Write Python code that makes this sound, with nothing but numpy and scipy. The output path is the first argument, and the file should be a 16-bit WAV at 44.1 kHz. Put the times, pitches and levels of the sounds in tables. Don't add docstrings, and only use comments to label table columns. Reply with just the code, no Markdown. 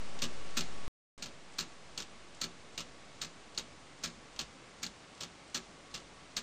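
import sys
import numpy as np
from scipy import signal
from scipy.io import wavfile

SR = 44100
rng = np.random.default_rng(int(sys.argv[2]) if len(sys.argv) > 2 else 0)


def master(y):
    cut = np.clip(np.atleast_2d(y).T, -1, 1)
    pcm = np.round(cut * 32767)
    wavfile.write(sys.argv[1], SR, pcm.astype(np.int16))


N = 283122
TIME = np.arange(N) / SR
STOP_S, RESTART_S = .8795, 1.178
CUTOFF_HZ = 15200
REBOUND_SHRINK = 0.7

# pitch_hz, entry_pallet_db, exit_pallet_db
STEEL_MODES = [(1130, -11, -10), (1198, -9, -10), (1323, -4, -5), (1397, -12, -9), (1642, -4, -9),
               (1715, -8, -11), (2373, -4, -10), (2543, -5, -7), (2790, -6, -3), (2877, -9, -7),
               (3420, -6, -7), (3483, -8, -8), (3798, -3, -2), (3935, -3, -9), (4135, 0, -6),
               (4282, -3, -7), (4390, -1, -2), (4471, -2, -7), (4826, -6, -9), (5148, -4, -7),
               (5928, -4, -6), (6255, -8, -7), (6406, -4, -18), (6680, -4, -2), (7275, -5, -7),
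               (8530, -11, -18), (8695, -9, -17), (9420, -14, -19)]
# pitch_hz, level_db
PALLET_MODES = [(3800, -9), (4350, -4), (5300, -9), (6000, -9), (6800, -10)]
# pitch_hz, level_db, t60_s
FRAME_MODES = [(139, -23, .15), (170, -14.5, .22), (237, -14, .25), (325, -22, .12), (376, -20, .2),
               (565, -24, .15)]
# pitch_hz, relative_db_per_hz
ENTRY_COLOUR = [(200, -9), (900, -8), (1400, -3), (2200, -2), (3200, 0.5), (4200, 3.5), (5500, 0),
                (6900, 4), (8000, -4.5), (9400, -21), (10200, -36.5), (11800, -36), (13000, -13),
                (15000, -23.5)]
# pitch_hz, relative_db_per_hz
EXIT_COLOUR = [(200, -5), (900, -6), (1400, -5.5), (2200, -3), (2900, 4), (4200, 2), (5500, 2), (6900, 0),
               (8000, 0), (9400, -29.5), (10200, -29), (11800, -22), (13000, -13.5), (15000, -30.5)]
# pitch_hz, relative_db_per_hz
AIR_COLOUR = [(25, -7), (60, -0.5), (100, 0), (200, 2.5), (400, -0.5), (800, -2), (1300, -5.5), (2000, -6),
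              (4000, -10), (7000, -14.5), (9300, -19.5), (10200, -52.5), (11500, -38.5), (13000, -60.5)]
# pitch_hz, level_db, width_hz
TONES = [(48.4, -71.5, 1.5), (151, -76, 3), (565, -77.5, 3), (1127, -71, 4), (1318, -77, 12),
         (2444, -81, 25)]
# pitch_hz, side_minus_mid_db
WIDTH = [(150, -65), (350, -54.5), (700, -53.5), (1400, -44.5), (5000, -29.5), (9000, -23), (13000, -8.5)]
# time_s, offset (full scale = 1)
INPUT_OFFSET = [(0, -.0258), (.88, -.0258), (1.17, .0026), (6.42, -.0007)]
# rebound_db, second_rebound_db, unlock_db
BEATS = [(0.2201, -30.5, 0.02, -3, -13, -12), (.572, -27.5, 0.036, -6, -19, -20),
         (1.2241, -37, 0.035, -2, -20, -18), (1.587, -31, .022, -4.5, -16, -29),
         (1.977, -36.5, .026, -1.5, -4, -22), (2.4160, -32.5, 0.025, -2, -22, -20),
         (2.778, -35, 0.027, -1, -20, -24), (3.217, -35, .030, -5, -17, -24),
         (3.577, -34.5, .018, -5.5, -20, -15), (4.039, -32, .0365, -13, -24, -18),
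         (4.3916, -34.5, .021, -4, -15, -14), (4.832, -34.5, .033, -6.5, -31, -16),
         (5.2065, -38, 0.027, 1, -17, -18), (5.548, -31.5, .016, -23, -10, -28),
         (5.9425, -36.5, 0.034, -8, -17, -22), (6.368, -32, .016, -16, -22, -32)]
# unlock_before_s, graze_before_s, graze_db, first_gap_s, gap_growth (power), loss_per_touch_db
PALLETS = [(.011, .0028, -3.5, .0037, 1.5, 2.5), (.030, .0020, -11.5, .0028, 1.65, 2)]


def from_db(db):
    return 10 ** (np.asarray(db) / 20)


def rms_one(x):
    return x / np.sqrt(np.mean(x ** 2) + 1e-20)


def at_hz(points, hz):
    point_hz, point_db = np.array(points).T
    return np.interp(np.log(hz), np.log(point_hz), point_db)


def clicks(times, heights):
    return np.bincount(np.round(times * SR).astype(int), heights, N)[:N] + 1e-18


def ring(force, hz, t60):
    radius = from_db(-60 / (t60 * SR))
    angle = 2 * np.pi * hz / SR
    return signal.lfilter([0, np.sin(angle)], [1, -2 * radius * np.cos(angle), radius * radius], force)


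def fade(energy, t60):
    return signal.lfilter([1], [1, -np.exp(-np.log(1e6) / (t60 * SR))], energy)


def band_pass(x, order, low_hz, high_hz):
    return signal.sosfilt(signal.butter(order, [low_hz, high_hz], "band", fs=SR, output="sos"), x)


def noise_bands():
    edges = np.r_[np.geomspace(20, 2000, 11)[:-1], np.geomspace(2000, 16000, 18)]
    white = rng.standard_normal((2, 2, N))
    for k, (low, high) in enumerate(zip(edges, edges[1:])):
        hz = np.sqrt(low * high)
        mid, side = band_pass(white[k % 2], 3, low, high)
        yield hz, mid + from_db(at_hz(WIDTH, hz)) * side * np.array([[1], [-1]])


def background(air_db=-55.5, close_db=5.5):
    air = rms_one(sum(from_db(at_hz(AIR_COLOUR, hz)) * noise for hz, noise in noise_bands()))
    tones = np.zeros(N)
    for hz, db, width_hz in TONES:
        t60 = np.log(1000) / (np.pi * width_hz)
        tones += from_db(db) * rms_one(ring(rng.standard_normal(N), hz, t60))
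    return (from_db(air_db) * air + tones) * from_db(close_db * (TIME < STOP_S))


def grain(depth_db, grain_s):
    knots = np.interp(TIME / grain_s, np.arange(N), rng.standard_normal(N))
    return rms_one(from_db(depth_db * np.clip(knots, -2, 2)))


def unlocking(level_db=-68.0, slide_s=0.07, low_hz=3000, high_hz=8500):
    sliding = sum((TIME > s - slide_s) & (TIME < s) for s, *_ in BEATS)
    friction = rng.standard_normal(N) * grain(depth_db=7.0, grain_s=0.0036) * sliding
    scrape = band_pass(friction, 6, low_hz, high_hz)
    return from_db(level_db) * rms_one(scrape) * np.sqrt(sliding.mean())


def beat(s, db, rebound_s, rebound_db, second_db, unlock_db, pallet, count=4):
    unlock_s, graze_s, graze_db, gap_s, growth, loss_db = PALLETS[pallet]
    approach = [(-unlock_s, unlock_db), (-graze_s, graze_db)]
    landing = [(gap_s * k ** growth, -loss_db * k) for k in range(count)]
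    rebounds = [(rebound_s, rebound_db), (rebound_s * (1 + REBOUND_SHRINK), second_db)]
    touches = approach + landing + rebounds
    return [(s + after_s, db + touch_db, pallet) for after_s, touch_db in touches]


def contacts():
    return np.array([touch for k, row in enumerate(BEATS) for touch in beat(*row, pallet=(k + 1) % 2)])


def strikes(level_db, spread_db):
    s, db, _ = contacts().T
    strength, direction = rng.standard_normal((len(s), 2)).T
    return clicks(s, from_db(db + level_db + spread_db * strength) * np.sign(direction))


def snap(pallet_t60=0.0074, stiffening=0.24, low_hz=2900, high_hz=7000):
    db = contacts()[:, 1]
    force_db = stiffening * (db - np.median(db))
    tink = np.zeros(N)
    for hz, mode_db in PALLET_MODES:
        tink += ring(strikes(force_db + mode_db, spread_db=7.5), hz, pallet_t60)
    return band_pass(tink, 4, low_hz, high_hz)


def clatter(level_db=1.0, plate_db=-5.0, room_db=-26.0, spread_s=.0005,
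            crack_t60_at_4k=0.031, plate_t60_at_4k=0.12, low_linger=0.39,
            room_t60_low=0.64, damping_hz=10000, hardening=0.93):
    s, db, pallet = contacts().T
    loose_joints = grain(depth_db=2.5, grain_s=.0008)
    rise = np.exp(-1 / (spread_s * SR))
    out = np.zeros((2, N))
    for hz, noise in noise_bands():
        colour_db = np.where(np.round(pallet) == 1, at_hz(EXIT_COLOUR, hz), at_hz(ENTRY_COLOUR, hz))
        octaves_above = max(np.log2(hz / 9000), 0)
        bright_db = hardening * (db - np.median(db)) * octaves_above
        energy = clicks(s, from_db(level_db + db + colour_db + bright_db) ** 2)
        linger = (4000 / hz) ** low_linger
        crack = fade(energy, crack_t60_at_4k * linger)
        plates = from_db(plate_db) ** 2 * fade(energy, plate_t60_at_4k * linger)
        room_t60 = room_t60_low / (1 + (hz / damping_hz) ** 6)
        tail = from_db(room_db) ** 2 * fade(energy, room_t60)
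        envelope = np.sqrt((crack + plates) * loose_joints ** 2 + tail)
        out += noise * signal.lfilter([1 - rise], [1, -rise], envelope)
    return out


def steel(level_db=-14.5, t60_at_3k=0.098, high_damping=0.33, per_octave_db=1.0):
    exit_pallet = contacts()[:, 2] == 1
    out = np.zeros(N)
    for hz, entry_db, exit_db in STEEL_MODES:
        tilt_db = per_octave_db * np.log2(hz / 3000)
        mode_db = np.where(exit_pallet, exit_db, entry_db) + tilt_db
        t60 = t60_at_3k * (3000 / hz) ** high_damping
        out += ring(strikes(level_db + mode_db, spread_db=1.5), hz, t60)
    return out


def frame(level_db=-8.5, recoil_s=.028, recoil_db=-1.0, close_db=5.0):
    out = np.zeros(N)
    for hz, db, t60 in FRAME_MODES:
        blow = strikes(level_db + db, spread_db=1.0)
        recoil = strikes(level_db + db + recoil_db, spread_db=1.0)
        delayed_recoil = np.r_[np.zeros(round(recoil_s * SR)), recoil][:N]
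        out += ring(blow + delayed_recoil, hz, t60)
    return out * from_db(close_db * (TIME < STOP_S))


def scene():
    return background() + unlocking() + snap() + clatter() + steel() + frame()


def record(dry):
    running = (TIME < STOP_S) | (TIME >= RESTART_S)
    offset = np.interp(TIME, *np.transpose(INPUT_OFFSET))
    taken = (dry + offset) * running
    return signal.sosfilt(signal.ellip(8, .1, 80, CUTOFF_HZ, fs=SR, output="sos"), taken)


dry = scene()
out = record(dry)
master(out)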